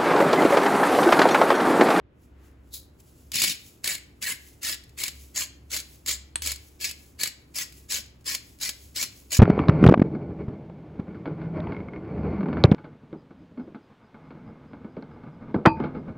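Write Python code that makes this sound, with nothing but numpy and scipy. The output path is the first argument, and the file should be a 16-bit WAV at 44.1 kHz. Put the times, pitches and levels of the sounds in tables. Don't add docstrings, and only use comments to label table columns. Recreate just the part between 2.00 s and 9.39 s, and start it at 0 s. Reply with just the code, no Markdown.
import sys
import numpy as np
from scipy import signal
from scipy.fft import rfft, irfft
from scipy.io import wavfile

SR = 44100
rng = np.random.default_rng(int(sys.argv[2]) if len(sys.argv) > 2 else 0)


def to_wav(s):
    ch = np.atleast_2d(s).T
    pcm = np.round(np.clip(ch, -1, 1) * 32767)
    wavfile.write(sys.argv[1], SR, pcm.astype(np.int16))


N = 325899
TIME = np.arange(N) / SR
HZ = np.fft.rfftfreq(N, 1 / SR)


def amp(db):
    return 10 ** (np.asarray(db) / 20)


def unit_rms(x):
    return x / np.sqrt(np.mean(x ** 2) + 1e-20)


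def log_interp(points, hz):
    f, value = np.transpose(points)
    return np.interp(np.log(hz + 1), np.log(f + 1), value)


def add(mix, at_s, sound):
    part = mix[..., max(round(at_s * SR), 0):][..., :sound.shape[-1]]
    part += sound[..., :part.shape[-1]]


def convolve(x, response):
    return signal.fftconvolve(np.atleast_2d(x), np.atleast_2d(response), axes=1)[:, :x.shape[-1]]


def min_phase(points, size=2048):
    log_gain = np.log(amp(log_interp(points, abs(np.fft.fftfreq(size, 1 / SR)))))
    spectrum = np.exp(np.conj(signal.hilbert(log_gain)))
    response = np.fft.ifft(spectrum).real[:size // 2]
    return response / np.linalg.norm(response)


def resonance(x, hz, q, db):
    return x + (amp(db) - 1) * signal.lfilter(*signal.iirpeak(hz, q, SR), x)


def stereo_noise(points, coherence):
    left, other = rfft(rng.standard_normal((2, N)))
    right = coherence * left + np.sqrt(1 - coherence ** 2) * other
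    return unit_rms(irfft(np.array([left, right]) * amp(log_interp(points, HZ)), N))


def wander(rate_hz):
    return unit_rms(irfft(rfft(rng.standard_normal(N)) / (1 + (HZ / rate_hz) ** 4), N))


def swell_power(peak_s, rise_s, fall_s, db):
    return amp(db - 20 * np.maximum((peak_s - TIME) / rise_s, (TIME - peak_s) / fall_s)) ** 2


# f/Hz, level/dB
RUMBLE_SPECTRUM = [(20, -22), (40, -2.5), (65, 0), (110, 2.5), (190, -7), (290, -2.5), (480, -13),
                   (750, -19), (1500, -24.5), (3000, -31.5), (7000, -55), (15500, -84.5)]
# f/Hz, coherence
RUMBLE_COHERENCE = [(60, 1), (110, 0.96), (180, 0.92), (300, 0.79), (700, 0.14), (6000, 0.13)]
def room_rumble(level_db=-56):
    return amp(level_db) * stereo_noise(RUMBLE_SPECTRUM, log_interp(RUMBLE_COHERENCE, HZ))


# t/s, level/dB
HUM_LEVEL = [(0, -56.5), (1.2, -55.5), (1.8, -61), (2.8, -56.5), (4.5, -49), (4.9, -59), (6.4, -53.5),
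             (7.39, -57.5)]
def appliance_hum(hum_hz=68, drift_hz=2.65, waver_db=3):
    cycles = np.cumsum(hum_hz + drift_hz * wander(rate_hz=5.02)) / SR
    hum = unit_rms(np.sin(2 * np.pi * cycles) * amp(waver_db * wander(rate_hz=4)))
    return amp(np.interp(TIME, *np.transpose(HUM_LEVEL))) * hum


# f/Hz, t60/s
KITCHEN_T60 = [(200, 0.17), (1000, 0.5), (2500, 0.48), (5000, 0.39), (9000, 0.24), (15000, 0.12)]
def kitchen_reverb(x, build_s=0.0021):
    hz, t, bands = signal.stft(rng.standard_normal((2, SR)), SR, nperseg=256)
    decay = amp(-60 * t / log_interp(KITCHEN_T60, hz)[:, None])
    _, tail = signal.istft(bands * decay * (1 - np.exp(-t / build_s)), SR, nperseg=256)
    return convolve(x, tail / np.linalg.norm(tail[0]))


# f/Hz, level/dB
RUB_SPECTRUM = [(200, -8.5), (700, -4), (2000, -3), (3500, -13.5), (8000, -23.5)]
def hand_rub():
    power = swell_power(peak_s=0.45, rise_s=0.3, fall_s=0.3, db=-64.5)
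    return np.sqrt(power) * stereo_noise(RUB_SPECTRUM, coherence=0.63)


# peak t/s, rise and fall/s, level/dB
SALT_SHIFTS = [(.24, 0.093, -65), (.46, 0.087, -61.5), (.69, 0.14, -68.5), (1.005, 0.025, -54),
               (1.08, 0.11, -59.5), (1.21, 0.38, -61)]
# f/Hz, level/dB
SALT_SPECTRUM = [(300, -4.5), (1300, -37.5), (2300, -2), (4300, -1), (6500, 3), (10000, 3.5), (15500, 1.5)]
def loose_salt(trickle_lag_s=0.15):
    power = sum(swell_power(peak_s, width_s, width_s, db) for peak_s, width_s, db in SALT_SHIFTS)
    for start_s, length_s, *_, trickle_db in TWISTS:
        end_s = start_s + length_s
        spill = swell_power(end_s, rise_s=0.13, fall_s=0.18, db=-56)
        trickle = swell_power(end_s + trickle_lag_s, rise_s=0.29, fall_s=0.17, db=trickle_db)
        power += spill + trickle
    return np.sqrt(power) * stereo_noise(SALT_SPECTRUM, coherence=0.75)


# t/s, level/dB
SLIDE_LEVEL = [(.705, -70), (.722, -55), (.74, -33), (.775, -42.5), (.83, -59), (.92, -80)]
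# f/Hz, level/dB
SLIDE_SPECTRUM = [(500, -41), (1800, -20), (2800, -16.5), (3900, 1.5), (5500, -5.5), (7500, -4.5),
                  (11000, -1.5), (15500, -3)]
def salt_slide():
    level_db = np.interp(TIME, *np.transpose(SLIDE_LEVEL), left=-np.inf, right=-np.inf)
    return amp(level_db) * stereo_noise(SLIDE_SPECTRUM, coherence=0.75)


# f/Hz, level/dB, t60/s
KNOCK_MODES = [(306, -45, 0.078), (934, -48, 0.092), (1176, -44, 0.072), (1770, -38, 0.047),
               (1940, -34, 0.023), (2700, -34, 0.0053), (3030, -22, 0.0045), (3530, -23, 0.0086),
               (4280, -20.5, 0.0058), (7250, -19, 0.0039), (8350, -12.5, 0.022), (7800, -41, 0.042),
               (10100, -26, 0.0044)]
def cap_knock(at_s=4.3574, attack_s=0.00022, click_db=-8, rattle_db=-14, rattle_t60_s=0.11,
              bounce_s=0.0084, bounce_db=-13):
    t = np.arange(6000) / SR
    ring = sum(amp(db - 60 * t / t60) * np.sin(2 * np.pi * hz * t) for hz, db, t60 in KNOCK_MODES)
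    click = min_phase([(100, -11), (1000, 1), (4000, 7.5), (5500, -1), (11000, -2), (15000, -15)])
    rattle = rng.standard_normal((2, len(t))) * amp(-60 * t / rattle_t60_s)
    out = np.zeros((2, N))
    add(out, at_s, ring * (1 - np.exp(-t / attack_s)))
    add(out, at_s, amp(click_db) * click)
    add(out, at_s, amp(rattle_db) * convolve(rattle / np.linalg.norm(rattle[0]), click))
    add(out, at_s + bounce_s, amp(click_db + bounce_db) * click)
    return out


# f/Hz, level/dB, t60/s
BODY_MODES = [(246, -32.5, 0.058), (610, -12, 0.026), (1046, -13.5, 0.042), (1700, -17, 0.075),
              (2250, -15, 0.069), (2366, -20.5, 0.056), (3007, -20, 0.1), (3503, -23, 0.26),
              (4250, -17, 0.13), (4365, -23, .04), (5000, -20, .025), (7000, -53.5, .02)]
# f/Hz, level/dB
CRACK_SPECTRUM = [(60, -27), (160, -6.5), (350, -8.5), (480, -11.5), (600, -13.5), (760, -16), (1350, -10),
                  (2100, 0), (3200, -0.5), (4700, 5), (6000, 1), (7200, 5), (10000, 1.5), (15500, -3)]
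def crack(scatter_db=4, scatter_t60_s=0.034, build_s=0.00029, coherence=0.39):
    t = np.arange(4096) / SR
    common, left, right = rng.standard_normal((3, len(t)))
    scatter = np.sqrt(coherence) * common + np.sqrt(1 - coherence) * np.array([left, right])
    scatter *= amp(-60 * t / scatter_t60_s) * (1 - np.exp(-t / build_s))
    response = amp(scatter_db) * scatter / np.linalg.norm(scatter[0])
    response[:, 0] += 1
    for hz, db, t60 in BODY_MODES:
        ring = np.sin(2 * np.pi * (hz * t + rng.random())) * amp(-60 * t / t60)
        response += amp(db) * ring / np.linalg.norm(ring)
    response = convolve(response, min_phase(CRACK_SPECTRUM))
    return response / np.sqrt(np.sum(response ** 2) / 2)


# t/s, level/dB
FAINT_TICKS = [(2.838, -26.5), (2.894, -31), (5.724, -24.5), (6.061, -28), (6.21, -38), (6.244, -32.5),
               (6.588, -29)]
def faint_ticks():
    out = np.zeros((2, N))
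    for at_s, db in FAINT_TICKS:
        add(out, at_s, amp(db) * crack())
    return out


def crystal_burst(step_s=0.0006, step_db=-5, steps=3):
    out = np.zeros((2, SR // 10))
    for k, jitter in enumerate(rng.uniform(0, 0.5, steps)):
        add(out, k * (1 + jitter) * step_s, amp(k * step_db) * crack())
    return out / np.sqrt(np.sum(out ** 2) / 2)


# t/s, level/dB
BURSTS = [(1.318, -7.5), (1.357, 1), (1.4188, 6.5), (1.435, 1), (1.439, 7), (1.447, 3.5), (1.843, 0),
          (1.876, 2.5), (1.951, -8), (2.225, -5), (2.3, -5), (2.695, -2), (2.744, -12), (3.037, 2.5),
          (3.081, -3.5), (3.39, -15), (3.744, -2), (3.765, -3.5), (3.801, -8.5), (4.062, -6), (4.091, -1.5),
          (4.421, -4), (4.461, -2), (4.473, 0.5), (4.518, -2.5), (4.56, -15), (4.912, -9.5), (5.234, 5.5),
          (5.274, -4), (5.585, -2.5), (5.922, -3), (6.349, 1.5), (6.692, -0.5), (7.027, 1.5), (7.038, -5),
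          (7.37, -4.5)]
def large_crystals():
    out = np.zeros((2, N))
    for at_s, db in BURSTS:
        add(out, at_s, amp(db) * crystal_burst())
    return out


def twist_force(t, length_s, bite_s=0.021, rise_db_per_s=2600, fall_db_per_s=520):
    bite_db = -10.5 * (1 - np.clip(t / bite_s, 0, 1))
    arch_db = -3.5 * (2 * np.clip(t / length_s, 0, 1) - 1) ** 2
    edges_db = rise_db_per_s * np.minimum(t, 0) - fall_db_per_s * np.maximum(t - length_s, 0)
    return amp(bite_db + arch_db + edges_db)


def twist_tone(start_s, colour_db, heavy_fade_s=0.3):
    heavy = np.exp(-(start_s - TWISTS[0][0]) / heavy_fade_s)
    bass_db = colour_db / 2 + 5 * heavy
    mid_db = colour_db / 2 - 6 * heavy
    treble_db = 0.42 * colour_db - 1.5
    return min_phase([(240, bass_db), (450, mid_db), (1000, mid_db), (2000, colour_db),
                      (3500, 0.0087), (5200, 0.0065), (8000, treble_db)])


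def burr_crunch(t, force, cracks_per_s=1700, spread_db=2, powder_db=-8, medium_per_s=25, medium_db=17,
                slips_per_s=120, slip_decay_s=0.0019, slip_depth=0.59, teeth=5):
    n = len(t)
    powder = rng.standard_normal(n)
    size_db = spread_db * np.minimum(rng.exponential(1, n), 3.6)
    fine = unit_rms((rng.random(n) < cracks_per_s / SR) * np.sign(powder) * amp(size_db))
    medium = (rng.random(n) < medium_per_s / SR) * amp(medium_db)
    slip_times = t[0] + np.append(0, np.cumsum(rng.gamma(2, 0.5, size=200)) / slips_per_s)
    slip = np.searchsorted(slip_times, t, "right") - 1
    surges = unit_rms(1 - slip_depth + slip_depth * np.exp(-(t - slip_times[slip]) / slip_decay_s))
    drive = force * (surges * (fine + amp(powder_db) * powder) + medium)
    loaded_tooth = slip // 2 % teeth
    tooth_hz = 2000 * 2 ** rng.uniform(0, 1.99, teeth)
    return sum(convolve(drive * (loaded_tooth == k), resonance(crack(), hz, q=10, db=5))
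               for k, hz in enumerate(tooth_hz))


# t/s, length/s, level/dB, low-mid colour/dB, ring f/Hz, trickle level/dB
TWISTS = [(1.329, 0.19, -23, 2, 3010, -51), (1.839, 0.11, -26, 9.5, 3980, -74.5),
          (2.216, .11, -26, 10, 1730, -51.5), (2.619, 0.11, -26.5, 3, 1700, -71),
          (2.975, 0.099, -28.5, 5.5, 4000, -50.5), (3.348, 0.08, -25, 3.5, 6760, -74),
          (3.704, 0.082, -27.5, 3.5, 6550, -54), (4.062, 0.072, -26.5, -1, 6850, -72),
          (4.42, 0.1, -29.5, 3, 7000, -55.5), (4.8, 0.09, -28, 0, 2500, -54.5),
          (5.188, 0.086, -29.5, 5, 4400, -71), (5.546, 0.08, -27.5, 5, 5750, -52.5),
          (5.892, 0.088, -26, 2.5, 6040, -79), (6.255, 0.09, -27.5, 3.5, 5200, -55.5),
          (6.601, 0.089, -28, 2.5, 5460, -52), (6.95, 0.088, -26.5, .5, 5600, -52.5),
          (7.307, 0.064, -25, 1, 6760, -63)]
def grinder_twists(crunch_db=-3, snap_db=18, snap_lag_s=0.012):
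    out = np.zeros((2, N))
    for start_s, length_s, level_db, colour_db, ring_hz, _ in TWISTS:
        t = np.arange(-0.02, length_s + 0.15, 1 / SR)
        crunch = burr_crunch(t, twist_force(t, length_s))
        crunch = resonance(crunch, ring_hz, q=7.2, db=4.5)
        crunch = convolve(crunch, twist_tone(start_s, colour_db))
        add(out, start_s + t[0], amp(level_db + crunch_db) * crunch)
        add(out, start_s + snap_lag_s, amp(level_db + snap_db) * crystal_burst())
    return out


# f/Hz, left minus right/dB
BALANCE = [(300, -1), (480, -1.5), (640, -4.5), (1000, 2.5), (1700, 0), (2200, 3), (3300, 1.5), (4400, 3),
           (5500, 3), (6500, 0.5)]
def scene(reverb_db=-14, knock_reverb_db=-15, grain_db=1.4, patch_db=0.75):
    grinding = grinder_twists() + large_crystals() + faint_ticks()
    graininess = unit_rms(amp(grain_db * wander(rate_hz=500) + patch_db * wander(rate_hz=45)))
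    near = grinding + graininess * (loose_salt() + salt_slide()) + hand_rub()
    knock = cap_knock()
    reverb = kitchen_reverb(amp(reverb_db) * near + amp(knock_reverb_db) * knock)
    mix = (near + knock + reverb) * signal.windows.tukey(N, 0.001)
    lean_db = log_interp(BALANCE, HZ) / 2
    panned = irfft(rfft(mix) * amp([lean_db, -lean_db]), N)
    return panned + appliance_hum() + room_rumble()


def record(dry, in_phase_hz=7000, period_hz=4200, dwell_rad=0.12, cutoff_hz=15900):
    left, right = rfft(dry)
    angle = np.pi * (HZ - in_phase_hz) / period_hz
    angle -= dwell_rad * np.sin(4 * angle)
    mid, side = np.cos(angle) * left, -1j * np.sin(angle) * right
    treble = np.interp(HZ, [5600, 6600], [0, 1])
    spectrum = (1 - treble) * np.array([left, right]) + treble * np.array([mid + side, mid - side])
    lowpass = signal.firwin(511, cutoff_hz, window=("kaiser", 9), fs=SR)
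    return signal.oaconvolve(irfft(spectrum, N), lowpass[None], "same")


dry = scene()
out = record(dry)
to_wav(out)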